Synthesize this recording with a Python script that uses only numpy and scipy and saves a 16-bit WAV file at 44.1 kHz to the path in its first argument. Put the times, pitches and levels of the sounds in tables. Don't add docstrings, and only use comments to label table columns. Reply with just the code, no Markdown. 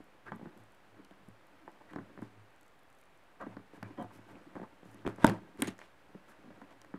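import sys
import numpy as np
from scipy import signal
from scipy.fft import rfft, irfft, next_fast_len
from scipy.io import wavfile
from scipy.ndimage import uniform_filter1d

SR = 44100
rng = np.random.default_rng(int(sys.argv[2]) if len(sys.argv) > 2 else 0)


def output_pcm(signal):
    pcm = np.clip(np.atleast_2d(signal).T, -1, 1) * 32767
    wavfile.write(sys.argv[1], SR, np.round(pcm).astype(np.int16))


def volts_from_decibels(level):
    exponent = np.asarray(level, float) / 20
    return 10 ** exponent


N = 307818

# start_s, wall_peak_db, panel_db (re wall), wall_ring_factor, loudest_wall_hz
FIRM_KNOCKS = [(0.3191, -29, 1, 1.8, 1150), (0.457, -40, -2, 1.1, 1340), (1.1106, -45, -3, 1, 1460),
               (1.6776, -37, -14, 1.8, 840), (1.934, -40, 1.5, 1.1, 1180), (1.9598, -33, 5, 1.4, 1090),
               (1.9848, -37.5, 9, 3.2, 1230), (2.1758, -39.5, 0.5, 1.1, 1310), (2.2207, -39.5, 8, 2.7, 933),
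               (3.4653, -42.5, 8, 2.2, 700), (3.5679, -39, 6.5, 1.3, 1090), (3.827, -33.5, 0.5, 2.2, 1450),
               (3.9068, -42.5, 0.5, 1.4, 1160), (5.0496, -39, 7, 2.4, 800), (5.064, -32, 9.5, 1.1, 900),
               (5.075, -26.5, 5, 0.75, 900), (5.268, -41, -16.5, 1.1, 939), (5.2757, -30, -6, 1, 1044),
               (5.2965, -25, -6, 1.1, 1280), (5.6219, -30.5, 2, 1.7, 1800), (5.6286, -30.5, 3.5, 1.2, 2000),
               (6.6156, -41, -6.5, 1.5, 1030), (6.94, -33, 2, 1.2, 1280)]
# pitch_hz, level_db, t60_s
PANEL_MODES = [(159.4, -5, 0.1), (185.8, -6, 0.17), (204, 0.5, 0.14), (251.4, -2, 0.081), (273.4, 5, 0.073),
               (335, 4.5, 0.055), (410, -4.5, 0.13), (504, -9.5, 0.052)]
# pitch_hz, level_db, t60_s
WALL_MODES = [(537, 0, 0.049), (634, -2, 0.04), (751, -6, 0.046), (849, -9, 0.071), (891, 3.5, 0.018),
              (1041, -5, 0.053), (1160, -1.5, 0.022), (1336, -2, 0.023), (1550, 2, 0.017),
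              (1730, -5, 0.033), (1855, -7, 0.031), (1965, -9, 0.043), (2198, -9.5, 0.026)]
# pitch_hz, level_db, t60_s
BLADE_MODES = [(2900, -2, 0.0017), (3200, -7, 0.0077), (3700, -9.5, 0.0057), (4000, -18.5, 0.005)]
# frequency_hz, level_db (per Hz)
BOARD_HISS = [(2500, 10.5), (3300, 5.5), (5000, -0.5), (6500, -4), (8500, -4), (11000, -9), (14000, -19),
              (16000, -24)]


def rms_one(x):
    return x / np.sqrt(np.mean(x ** 2) + 1e-20)


def coloured(x, spectrum):
    hz, db = np.transpose(spectrum)
    bins_hz = np.maximum(np.arange(N // 2 + 1) * SR / N, 1)
    gain = volts_from_decibels(np.interp(np.log(bins_hz), np.log(hz), db))
    return rms_one(irfft(rfft(x) * gain, N))


def top_cut(x, hz):
    return signal.sosfilt(signal.cheby2(12, 60, hz, fs=SR, output="sos"), x)


def bass_cut(x, order, hz):
    return signal.sosfilt(signal.butter(order, hz, "high", fs=SR, output="sos"), x)


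def band_burst(shape, low_hz, high_hz):
    band = signal.butter(2, [low_hz, high_hz], "band", fs=SR, output="sos")
    burst = signal.sosfilt(band, rng.standard_normal(len(shape)) * shape)
    return burst / np.max(np.abs(burst))


def add(out, s, sound):
    at = max(round(s * SR), 0)
    out[at:at + len(sound)] += sound[:N - at]


def grit(per_s, spread_db, size):
    sizes = volts_from_decibels(spread_db * np.minimum(rng.exponential(1, size), 4)) * rng.choice([-1, 1], size)
    return sizes * (rng.random(size) < per_s / SR) + 1e-9


def near(modes, centre_hz, fall_db):
    return [(hz, db - fall_db * abs(np.log2(hz / centre_hz)), t60) for hz, db, t60 in modes]


def ring(force, envelope, modes):
    out = 0
    for k, (hz, db, t60) in enumerate(modes):
        r, w = volts_from_decibels(-60 / (t60 * SR)), 2 * np.pi * hz / SR
        resonance = [0, np.sin(w)], [1, -2 * r * np.cos(w), r * r]
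        both = signal.lfilter(*resonance, [force, force * envelope])
        out = out + (-1) ** k * volts_from_decibels(db) * both
    steady, shaped = out
    return shaped / np.sqrt(np.mean(steady ** 2))


def struck(modes, stretch, spread_db, size, signs=(-1, 1)):
    hz, db, t60 = np.transpose(modes)[:, :, None]
    t = np.arange(size) / SR
    strength = volts_from_decibels(db + spread_db * rng.standard_normal(hz.shape)) * rng.choice(signs, hz.shape)
    decay = volts_from_decibels(-60 * t / (t60 * stretch))
    out = np.sum(strength * np.sin(2 * np.pi * hz * t) * decay, axis=0)
    return out / np.max(np.abs(out))


def hush():
    # frequency_hz, level_db (per Hz)
    hush_spectrum = [(19, -30), (45, -11), (213, -13.5), (700, -10.5), (1560, -14.5), (2980, -23),
                     (5680, -36), (16000, -40.5)]
    return volts_from_decibels(-65.5) * coloured(rng.standard_normal(N), hush_spectrum)


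def room(x):
    t60_s, wall_cut_hz = 0.26, 2750
    size = next_fast_len(N + SR)
    angle = -2j * np.pi * np.arange(size // 2 + 1) / size
    dull = np.exp(-2 * np.pi * wall_cut_hz / SR)
    absorption = (1 - dull) / (1 - dull * np.exp(angle))
    echo = 0
    for k, lag in enumerate((rng.uniform(0.0055, 0.04, 10) * SR).astype(int)):
        loop = volts_from_decibels(-60 * lag / SR / t60_s) * absorption * np.exp(angle * lag)
        echo = echo + (-1) ** k * loop / (1 - loop)
    return irfft(rfft(x, size) * echo, size)[:N]


def boom():
    # peak_s (the hold begins), level_db, hold_s
    pushes = [(0.0, -80, 0.0035), (0.29, -61, 0.068), (0.607, -61.5, 0.027), (0.933, -65.5, 0.028),
              (1.3, -61, 0.017), (2.004, -56, 0.0089), (2.227, -52.5, .01), (2.384, -59, 0.035),
              (3.493, -59, 0.082), (3.848, -48.5, 0.0092), (4.05, -55, 0.015), (4.19, -61, 0.018),
              (4.31, -63, 0.035), (4.605, -63, 0.031), (4.887, -62.5, 0.077), (5.086, -46.5, 0.0044),
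              (5.272, -39, 0.035), (5.66, -53, 0.028), (6.53, -69.5, 0.043), (6.757, -73, 0.081),
              (6.945, -66, .03)]
    pitch_hz, wander_hz = 108, 3.01
    rise_db_per_s, fall_db_per_s = 336, 233
    t, level = np.arange(N) / SR, 0
    for s, db, hold in pushes:
        before_db = rise_db_per_s * np.maximum(s - t, 0)
        after_db = fall_db_per_s * np.maximum(t - s - hold, 0)
        level = level + volts_from_decibels(db - before_db - after_db)
    flex = uniform_filter1d(rng.standard_normal(N), size=4000)
    flex = rms_one(uniform_filter1d(flex, size=4000))
    phase = 2 * np.pi * np.cumsum(pitch_hz + wander_hz * flex) / SR
    return level * np.sqrt(2) * np.sin(phase)


def rubbing():
    # time_s, pressure_db (re a resting hand)
    hand_pressure = [(0.0, -2), (0.31, -10), (0.43, 9), (0.66, -4), (1.44, -2.5), (2.1, 6.5), (2.74, -13.5),
                     (3.42, -9), (3.62, -4), (4.39, 11.5), (4.86, -1.5), (5.23, 13), (5.33, 10), (5.89, -2),
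                     (6.57, 7), (6.98, 0)]
    press_db = np.interp(np.arange(N) / SR, *np.transpose(hand_pressure))
    rumble = ring(grit(450, 6.8, size=N), volts_from_decibels(-69.5 + press_db), PANEL_MODES)
    rasp = ring(grit(1150, 3.1, size=N), volts_from_decibels(-70.5 + 0.61 * press_db), WALL_MODES)
    rustle = volts_from_decibels(-73 + 0.23 * press_db) * coloured(grit(7000, 3.0, size=N), BOARD_HISS)
    return rumble + rasp + rustle


def brushes():
    # start_s, length_s, level_db
    finger_strokes = [(0.56, .07, -79), (2.96, .07, -82), (3.729, .06, -80), (3.99, .06, -76),
                      (4.108, 0.087, -73.5), (4.27, .07, -79), (4.85, .04, -79), (4.885, .06, -75),
                      (5.058, 0.046, -72), (5.596, 0.021, -64), (6.268, 0.068, -73.5)]
    # frequency_hz, level_db (per Hz)
    gloss_spectrum = [(3000, -23), (6000, -3), (8500, -2.5), (12000, -3), (15000, -10), (16500, -16)]
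    swell = np.zeros(N)
    for s, length, db in finger_strokes:
        add(swell, s, volts_from_decibels(db) * np.sqrt(np.hanning(round(length * SR))))
    return swell * coloured(grit(5200, 4.4, size=N), gloss_spectrum)


def puffs():
    # start_s, peak_db, length_s
    lid_jumps = [
        (5.072, -44, .01),
        (5.0655, -32, 0.0024),
        (5.244, -20.5, 0.0031),
    ]
    out = np.zeros(N)
    for s, db, length in lid_jumps:
        add(out, s, volts_from_decibels(db) * np.hanning(round(length * SR)))
    return out


def short_rings():
    # start_s, length_s, level_db, pitch_hz
    rough_notes = [(0.26, 0.039, -55, 1530), (2.227, .045, -80, 4600), (3.5, .05, -72, 2200),
                   (3.97, 0.075, -74, 3250), (5.207, .042, -64, 3500), (5.222, 0.027, -58, 2000),
                   (5.249, 0.014, -31, 820), (3.734, 0.045, -70, 1500), (4.1, 0.027, -58, 1030),
                   (3.7, 0.044, -71, 1900), (3.407, 0.031, -47.5, 1050), (5.672, 0.014, -54, 6700),
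                   (0.253, 0.027, -62, 1440), (0.272, 0.023, -61, 1700), (1.885, 0.037, -60.5, 1900),
                   (1.8, 0.027, -55, 800), (1.282, 0.032, -62, 170), (3.98, 0.053, -56, 300),
                   (3.9, .04, -68.5, 2320), (5.63, .03, -58, 1950), (6.43, 0.039, -61, 330)]
    out = np.zeros(N)
    for s, length, db, hz in rough_notes:
        swell = np.sin(np.pi * np.clip(np.arange(SR // 10) / SR / length, 0, 1))
        add(out, s, volts_from_decibels(db) * ring(grit(2500, 2.8, size=len(swell)), swell, [(hz, 0, .009)]))
    return out


def hums():
    # start_s, length_s, level_db, pitch_hz
    lone_hums = [(0.264, .045, -51, 1610), (0.275, .02, -50, 1820), (0.255, .02, -56, 1370),
                 (0.26, 0.042, -54, 373), (0.33, .04, -46, 204), (0.45, .035, -54, 205),
                 (0.447, 0.053, -58, 368), (1.21, 0.036, -62, 171), (1.499, 0.048, -67, 310),
                 (1.603, 0.11, -63.5, 320), (3.74, 0.033, -64, 1620), (3.835, .045, -66, 2380),
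                 (3.839, 0.042, -51, 190), (3.972, 0.063, -68, 3150), (3.97, .03, -67, 1950),
                 (3.972, .05, -50, 995), (3.97, .085, -44, 215), (4.021, .04, -55, 720),
                 (5.256, .027, -33, 925), (5.252, .014, -38, 1560), (3.975, .055, -47, 550),
                 (3.97, .045, -49, 730), (5.262, 0.032, -34, 166), (5.285, 0.016, -34, 420),
                 (5.296, 0.021, -35, 200), (5.304, .03, -40, 335), (5.319, .04, -44, 187),
                 (5.587, .028, -70, 9200), (5.636, .03, -66, 8800), (5.67, .02, -58, 9500),
                 (6.448, 0.057, -60, 260)]
    evenness = .8
    out, t = np.zeros(N), np.arange(6144) / SR
    for s, length, db, hz in lone_hums:
        t60_s = np.clip(40.0 / hz, .004, .05)
        mode = [(hz, 0, t60_s)]
        note = ring(grit(2500, 2.5, size=2 * len(t)), 1, mode)
        note = note / (np.abs(signal.hilbert(note)) + .2) ** evenness
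        note = note[len(t):]
        swell = np.sqrt(np.abs(np.sin(np.pi * np.clip(t / length, 0, 1)))) * (t < length)
        add(out, s, volts_from_decibels(db) * ring(note, swell, mode))
    return out


def thuds():
    # start_s, peak_db, pitch_hz, t60_s
    panel_thuds = [
        (1.2815, -47, 190, .07),
        (1.11, -51, 680, 0.044),
        (1.6785, -45, 346, .05),
        (1.679, -50, 840, .06),
        (5.2457, -12, 1450, .009),
        (3.8275, -46, 600, .04),
        (0.58, -56, 620, .04),
        (5.6285, -30, 264, 0.035),
        (6.1466, -53, 290, .05),
    ]
    out, t = np.zeros(N), np.arange(6144) / SR
    for s, db, hz, t60 in panel_thuds:
        add(out, s, volts_from_decibels(db - 60 * t / min(t60, .09)) * np.sin(2 * np.pi * hz * t))
    return out


def flicks():
    # start_s, peak_db, centre_hz
    wire_flicks = [(5.7805, -56, 6500), (5.7905, -49.5, 6000), (5.802, -62, 5500), (5.705, -55, 7700),
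                   (5.6, -58, 9500), (3.8285, -51, 10000), (4.024, -60, 4100), (5.6735, -46, 9500),
                   (5.2445, -26, 2400), (5.2445, -34, 4600), (5.297, -38, 2100), (5.318, -44, 1500),
                   (5.644, -46, 8500), (3.8285, -48, 4100), (5.6205, -28, 9000)]
    out, t = np.zeros(N), np.arange(6144) / SR
    for s, db, hz in wire_flicks:
        add(out, s, volts_from_decibels(db) * band_burst(t * np.exp(-t / 0.00073), hz / 1.33, hz * 1.23))
    return out


def nicks():
    # start_s, peak_db, centre_hz
    card_nicks = [(0.319, -53.5, 3300), (1.0495, -53, 3200), (1.9594, -54, 4400), (3.0283, -57, 2500),
                  (3.5673, -57, 4200), (3.828, -44, 2200), (3.8292, -50, 4200), (3.9075, -63, 4400),
                  (4.3545, -53, 2400), (4.8309, -60, 2800), (4.9916, -56, 3000), (5.0617, -44, 2300),
                  (5.0622, -55, 5400), (5.066, -36, 2700), (5.0755, -31.5, 1600), (5.0757, -44, 3100),
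                  (5.084, -42, 1600), (5.2662, -35, 2300), (5.267, -36, 4700), (5.2766, -28, 2200),
                  (5.2766, -36, 4500), (5.288, -35.5, 2200), (5.2965, -41, 4900), (5.301, -52, 7600),
                  (5.644, -37, 1900), (5.6725, -44, 6500), (5.682, -42, 3300), (5.419, -61, 2800),
                  (5.6216, -37, 12000), (5.6217, -26.5, 3300), (5.2453, -19, 1440), (3.8287, -49, 3600),
                  (1.1084, -59, 3000), (5.5735, -50, 1700), (6.8165, -52.5, 5500), (5.058, -39, 705),
                  (0.27, -52, 1700), (3.9764, -59, 3150), (5.815, -41, 2200), (5.2455, -26.5, 3250)]
    length_s, half_band = 0.00093, 2. ** 0.25
    out, t = np.zeros(N), np.arange(SR // 80) / SR
    for s, db, hz in card_nicks:
        add(out, s, volts_from_decibels(db) * band_burst(t * np.exp(-2 * t / length_s), hz / half_band, hz * half_band))
    return out


def slips():
    # start_s, length_s, wall_db, panel_db, hiss_db
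    flat_slips = [(0.437, 0.038, -66, -55, -101), (0.533, 0.043, -65, -55.5, -101),
                  (0.573, 0.064, -72, -69, -91), (2.223, 0.044, -74, -73, -83), (3.4, 0.031, -48, -50, -90),
                  (3.482, 0.069, -61.5, -62, -85), (3.729, 0.051, -62, -68, -80),
                  (3.85, 0.052, -61.5, -55, -84), (3.97, 0.06, -48, -47, -87),
                  (4.036, 0.022, -60, -55.5, -86), (4.129, 0.039, -87, -75, -79),
                  (4.275, 0.057, -61.5, -55, -82), (4.548, 0.043, -53.5, -73, -84),
                  (4.625, 0.02, -51, -65, -86), (4.835, 0.079, -67, -65, -84),
                  (5.106, 0.028, -62, -52, -99.5), (5.18, 0.12, -52, -75, -78),
                  (5.219, 0.029, -47, -44, -74), (5.249, 0.04, -37, -37, -78), (5.28, 0.025, -42, -40, -62),
                  (5.314, 0.035, -49.5, -47.5, -72), (5.346, 0.044, -56.5, -57, -81),
                  (6.45, 0.11, -76, -67, -100), (6.703, 0.03, -61, -70, -79.5)]
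    # start_s, length_s, wall_db, panel_db, hiss_db
    tip_scrapes = [(0.25, 0.041, -56, -55, -81), (0.947, 0.056, -66.5, -56.5, -100),
                   (1.883, 0.066, -63, -57, -86), (4.906, 0.11, -70, -61, -85),
                   (5.578, 0.031, -56.5, -44, -72), (5.624, 0.042, -59, -56, -65),
                   (5.669, 0.018, -71, -63, -59), (5.69, 0.037, -63, -76, -77),
                   (5.785, 0.067, -66, -92, -76), (6.27, 0.05, -62.5, -68, -82),
                   (3.393, 0.039, -49, -66, -90), (3.44, 0.031, -61, -63, -86),
                   (5.078, 0.03, -54, -60, -75), (5.182, 0.14, -53, -72, -76)]
    strokes = [(*row, 820, 0.16, 0.26) for row in flat_slips]
    strokes += [(*row, 1260, 0.36, 0.52) for row in tip_scrapes]
    for s, db, panel_db, _, hz in FIRM_KNOCKS:
        strokes.append((s + 0.00485, 0.025, db - 26, db + panel_db - 24, db - 61, hz, 0.014, 0.32))
    out, hiss = np.zeros(N), np.zeros(N)
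    for s, length, wall_db, panel_db, hiss_db, wall_hz, rise, release in strokes:
        u = np.arange(SR // 7) / (max(length, .01) * SR)
        shape = np.clip(u / rise, 0, 1) * np.exp(-np.maximum(u - .85, 0) / release)
        wall = ring(grit(1800, 2.9, size=len(u)), shape, near(WALL_MODES, wall_hz, 10.5))
        panels = ring(grit(700, 5.3, size=len(u)), shape, PANEL_MODES)
        shaft = ring(grit(1600, 2.3, size=len(u)), shape, BLADE_MODES)
        add(out, s, volts_from_decibels(wall_db) * wall)
        add(out, s, volts_from_decibels(panel_db) * panels)
        add(out, s, volts_from_decibels(wall_db - 40) * shaft)
        add(hiss, s, volts_from_decibels(hiss_db + 12.5) * shape)
    return out + hiss * coloured(grit(12000, 5.0, size=N), BOARD_HISS)


def ticks():
    # start_s, peak_db, centre_hz, blade_db (re tick)
    staple_ticks = [(0.319, -63, 6130, 13), (0.5758, -57, 11600, -10), (1.0478, -54.5, 5600, -6),
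                    (1.11, -61, 6810, 4), (1.909, -58, 5120, -5), (1.933, -58, 5590, 6),
                    (1.959, -60, 5600, -15), (2.2186, -54, 5600, 0), (2.229, -58, 6492, -13),
                    (3.055, -60, 7400, -12), (3.414, -55, 5200, -27), (3.8284, -60, 9000, -8),
                    (4.0261, -53.5, 8800, -6), (4.1744, -60, 5200, -14), (4.355, -72, 5560, 14),
                    (4.5544, -63, 5400, 0), (4.6167, -64, 5400, 0), (5.066, -51, 6500, 0),
                    (5.076, -45.5, 5020, 7), (5.245, -25.5, 7800, 2), (5.2668, -25.5, 8240, -1.5),
                    (5.2764, -43, 5270, 1), (5.296, -38, 7330, -1), (5.5736, -60, 10000, -5),
                    (5.6207, -32, 10500, -14), (5.672, -44, 9800, -12), (5.7897, -55, 6290, 3),
                    (6.616, -61, 7400, 11), (6.816, -49, 5380, -4), (6.8473, -57, 5160, -16)]
    # start_s, peak_db, centre_hz
    wire_creaks = [(0.042, -60, 11900), (0.3524, -61, 9190), (0.3605, -57, 9040), (0.6373, -59, 8170),
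                   (0.7213, -62, 7440), (0.748, -60, 8460), (1.286, -55.5, 10500), (1.469, -60, 11900),
                   (1.7165, -61, 5590), (2.504, -63, 8450), (2.5616, -62, 6300), (2.611, -56, 11800),
                   (2.631, -56, 8200), (2.6638, -61, 7170), (2.6804, -59, 7500), (2.7925, -60, 8170),
                   (2.8325, -64, 12800), (2.9018, -60, 8670), (2.928, -59, 8300), (2.9502, -63, 8790),
                   (2.9874, -62, 8380), (3.0135, -59, 10000), (3.038, -61, 7680), (3.1752, -63, 7520),
                   (3.238, -63, 8730), (4.8533, -62, 7200), (4.9446, -53, 11100), (5.1606, -55.5, 6900),
                   (5.7044, -63, 8680), (5.78, -63, 6900)]
    # pitch_hz, level_db, t60_s
    staple_modes = [(5000, 0.5, 0.0026), (6300, -2, 0.0046), (7200, -7, 0.0085), (7940, -3, 0.006),
                    (8840, -8.5, 0.012), (9360, -7, .007), (10370, -0.5, 0.0062), (11600, 2, 0.0058),
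                    (12600, 1, 0.0046), (13700, -11, .005)]
    out = np.zeros(N)
    size = SR // 40
    contact = 1 - np.exp(-np.arange(size) / SR / 0.00025)
    crack_band = signal.butter(2, [5600, 11000], "band", fs=SR, output="sos")
    crack_decay = np.exp(-np.arange(400) / SR / 0.00087)
    creaks = [(*creak, -16) for creak in wire_creaks]
    for s, peak_db, hz, blade_db in [*staple_ticks, *creaks]:
        wire = contact * struck(near(staple_modes, hz, 11.0), 1.0, spread_db=2, size=size)
        shaft = contact * struck(BLADE_MODES, 0.96, spread_db=-1.0, size=size)
        crack = crack_decay * signal.sosfilt(crack_band, rng.standard_normal(400))
        add(out, s, volts_from_decibels(peak_db + 2) * wire)
        add(out, s, volts_from_decibels(peak_db + blade_db) * shaft)
        add(out, s, volts_from_decibels(peak_db - 1) * crack)
    return out


def knocks():
    # start_s, peak_db
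    lid_thumps = [(0.002, -49.5), (0.4122, -46.5), (0.4261, -44.5), (1.2828, -57), (2.1888, -45.5),
                  (2.3746, -52.5), (3.7335, -50), (3.7771, -51), (4.0444, -46), (4.1526, -59), (4.187, -53),
                  (4.8301, -49), (4.8553, -51.5), (4.944, -55), (5.6755, -35), (6.1466, -45), (6.4748, -54)]
    # start_s, peak_db
    edge_chatters = [
        (0.395, -45),
        (4.3536, -56),
        (4.5544, -35.5),
        (4.5637, -36.5),
        (4.5782, -52),
        (4.5983, -41),
        (4.6158, -36.5),
        (4.6301, -40.5),
        (5.1827, -41.5),
        (6.504, -49),
    ]
    # start_s, peak_db
    tip_taps = [
        (1.3735, -58),
        (5.7891, -43),
        (5.8008, -46),
        (5.8147, -41.5),
        (5.8226, -44),
        (6.8177, -47.5),
        (6.8466, -47.5),
    ]
    # panel dB re wall, wall ring factor, loudest wall Hz
    light = [(s, db, 6.5, 0.92, 310) for s, db in lid_thumps]
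    light += [(s, db, 0.33, 0.99, 430) for s, db in edge_chatters]
    light += [(s, db, -65, 0.99, 3000) for s, db in tip_taps]
    out, t = np.zeros(N), np.arange(SR // 8) / SR
    wall_swell, panel_swell = 1 - np.exp(-t / 0.00045), 1 - np.exp(-t / 0.0015)
    for s, wall_db, panel_db, stretch, wall_hz in [*FIRM_KNOCKS, *light]:
        wall_ring = .5 * np.clip(stretch, .3, 2.5)
        wall = wall_swell * struck(near(WALL_MODES, wall_hz, 4.5), wall_ring, spread_db=-0.5, size=len(t))
        panels = panel_swell * struck(near(PANEL_MODES, 234, 2.7), 0.6, spread_db=2.0, size=len(t))
        add(out, s, volts_from_decibels(wall_db + 1.5) * wall + volts_from_decibels(wall_db + panel_db) * panels)
    return out


def snap():
    # pitch_hz, level_db, t60_s
    snap_modes = [(279, -4.5, 0.061), (1110, -5.5, 0.022), (1600, -6, 0.015), (2160, -1.5, .01),
                  (3200, -2, 0.011), (4050, -18, 0.0089), (7240, -10, 0.0076), (8200, 1, 0.0071),
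                  (8800, 2, 0.0066), (9680, 1, 0.0068), (11100, -2, 0.0058), (11500, -6, 0.0059),
                  (13000, -10, .004), (14400, -7, .004)]
    out, t = np.zeros(N), np.arange(SR // 8) / SR
    blow = struck(snap_modes, 1, 0, size=len(t), signs=[1]) * (1 - np.exp(-t / 0.00038))
    add(out, 5.6209, volts_from_decibels(-4.5) * blow)
    return out


def pop():
    # pitch_hz, level_db, t60_s
    flap_modes = [(219, -7, 0.077), (275, 2, 0.0383), (410, -25, 0.024), (1110, -38, 0.017),
                  (625, -2, 0.035), (910, -0.5, 0.04), (1450, -2, 0.013), (1900, -16, 0.01)]
    out, t = np.zeros(N), np.arange(SR // 8) / SR
    blow = struck(flap_modes, 0.97, 0, size=len(t), signs=[1]) * (1 - np.exp(-t / 0.00054))
    add(out, 5.2442, volts_from_decibels(-0.15) * blow)
    return out


def scene():
    soft_cut_hz, room_db = 16550, -20
    soft = boom() + rubbing() + brushes() + slips()
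    sharp = nicks() + ticks() + knocks() + snap() + pop()
    box = sharp + top_cut(soft + volts_from_decibels(room_db) * room(soft + sharp), soft_cut_hz)
    box = puffs() + bass_cut(box, 3, 70)
    lone_notes = bass_cut(hums() + thuds() + flicks(), 2, 80)
    return (box + short_rings() + lone_notes + top_cut(hush(), soft_cut_hz))[None]


def band_limit(x):
    return signal.sosfilt(signal.butter(12, 16600, fs=SR, output="sos"), x)


def record(dry):
    mix = top_cut(dry, 17100) + .0006
    return band_limit(mix)


dry = scene()
out = record(dry)
output_pcm(out)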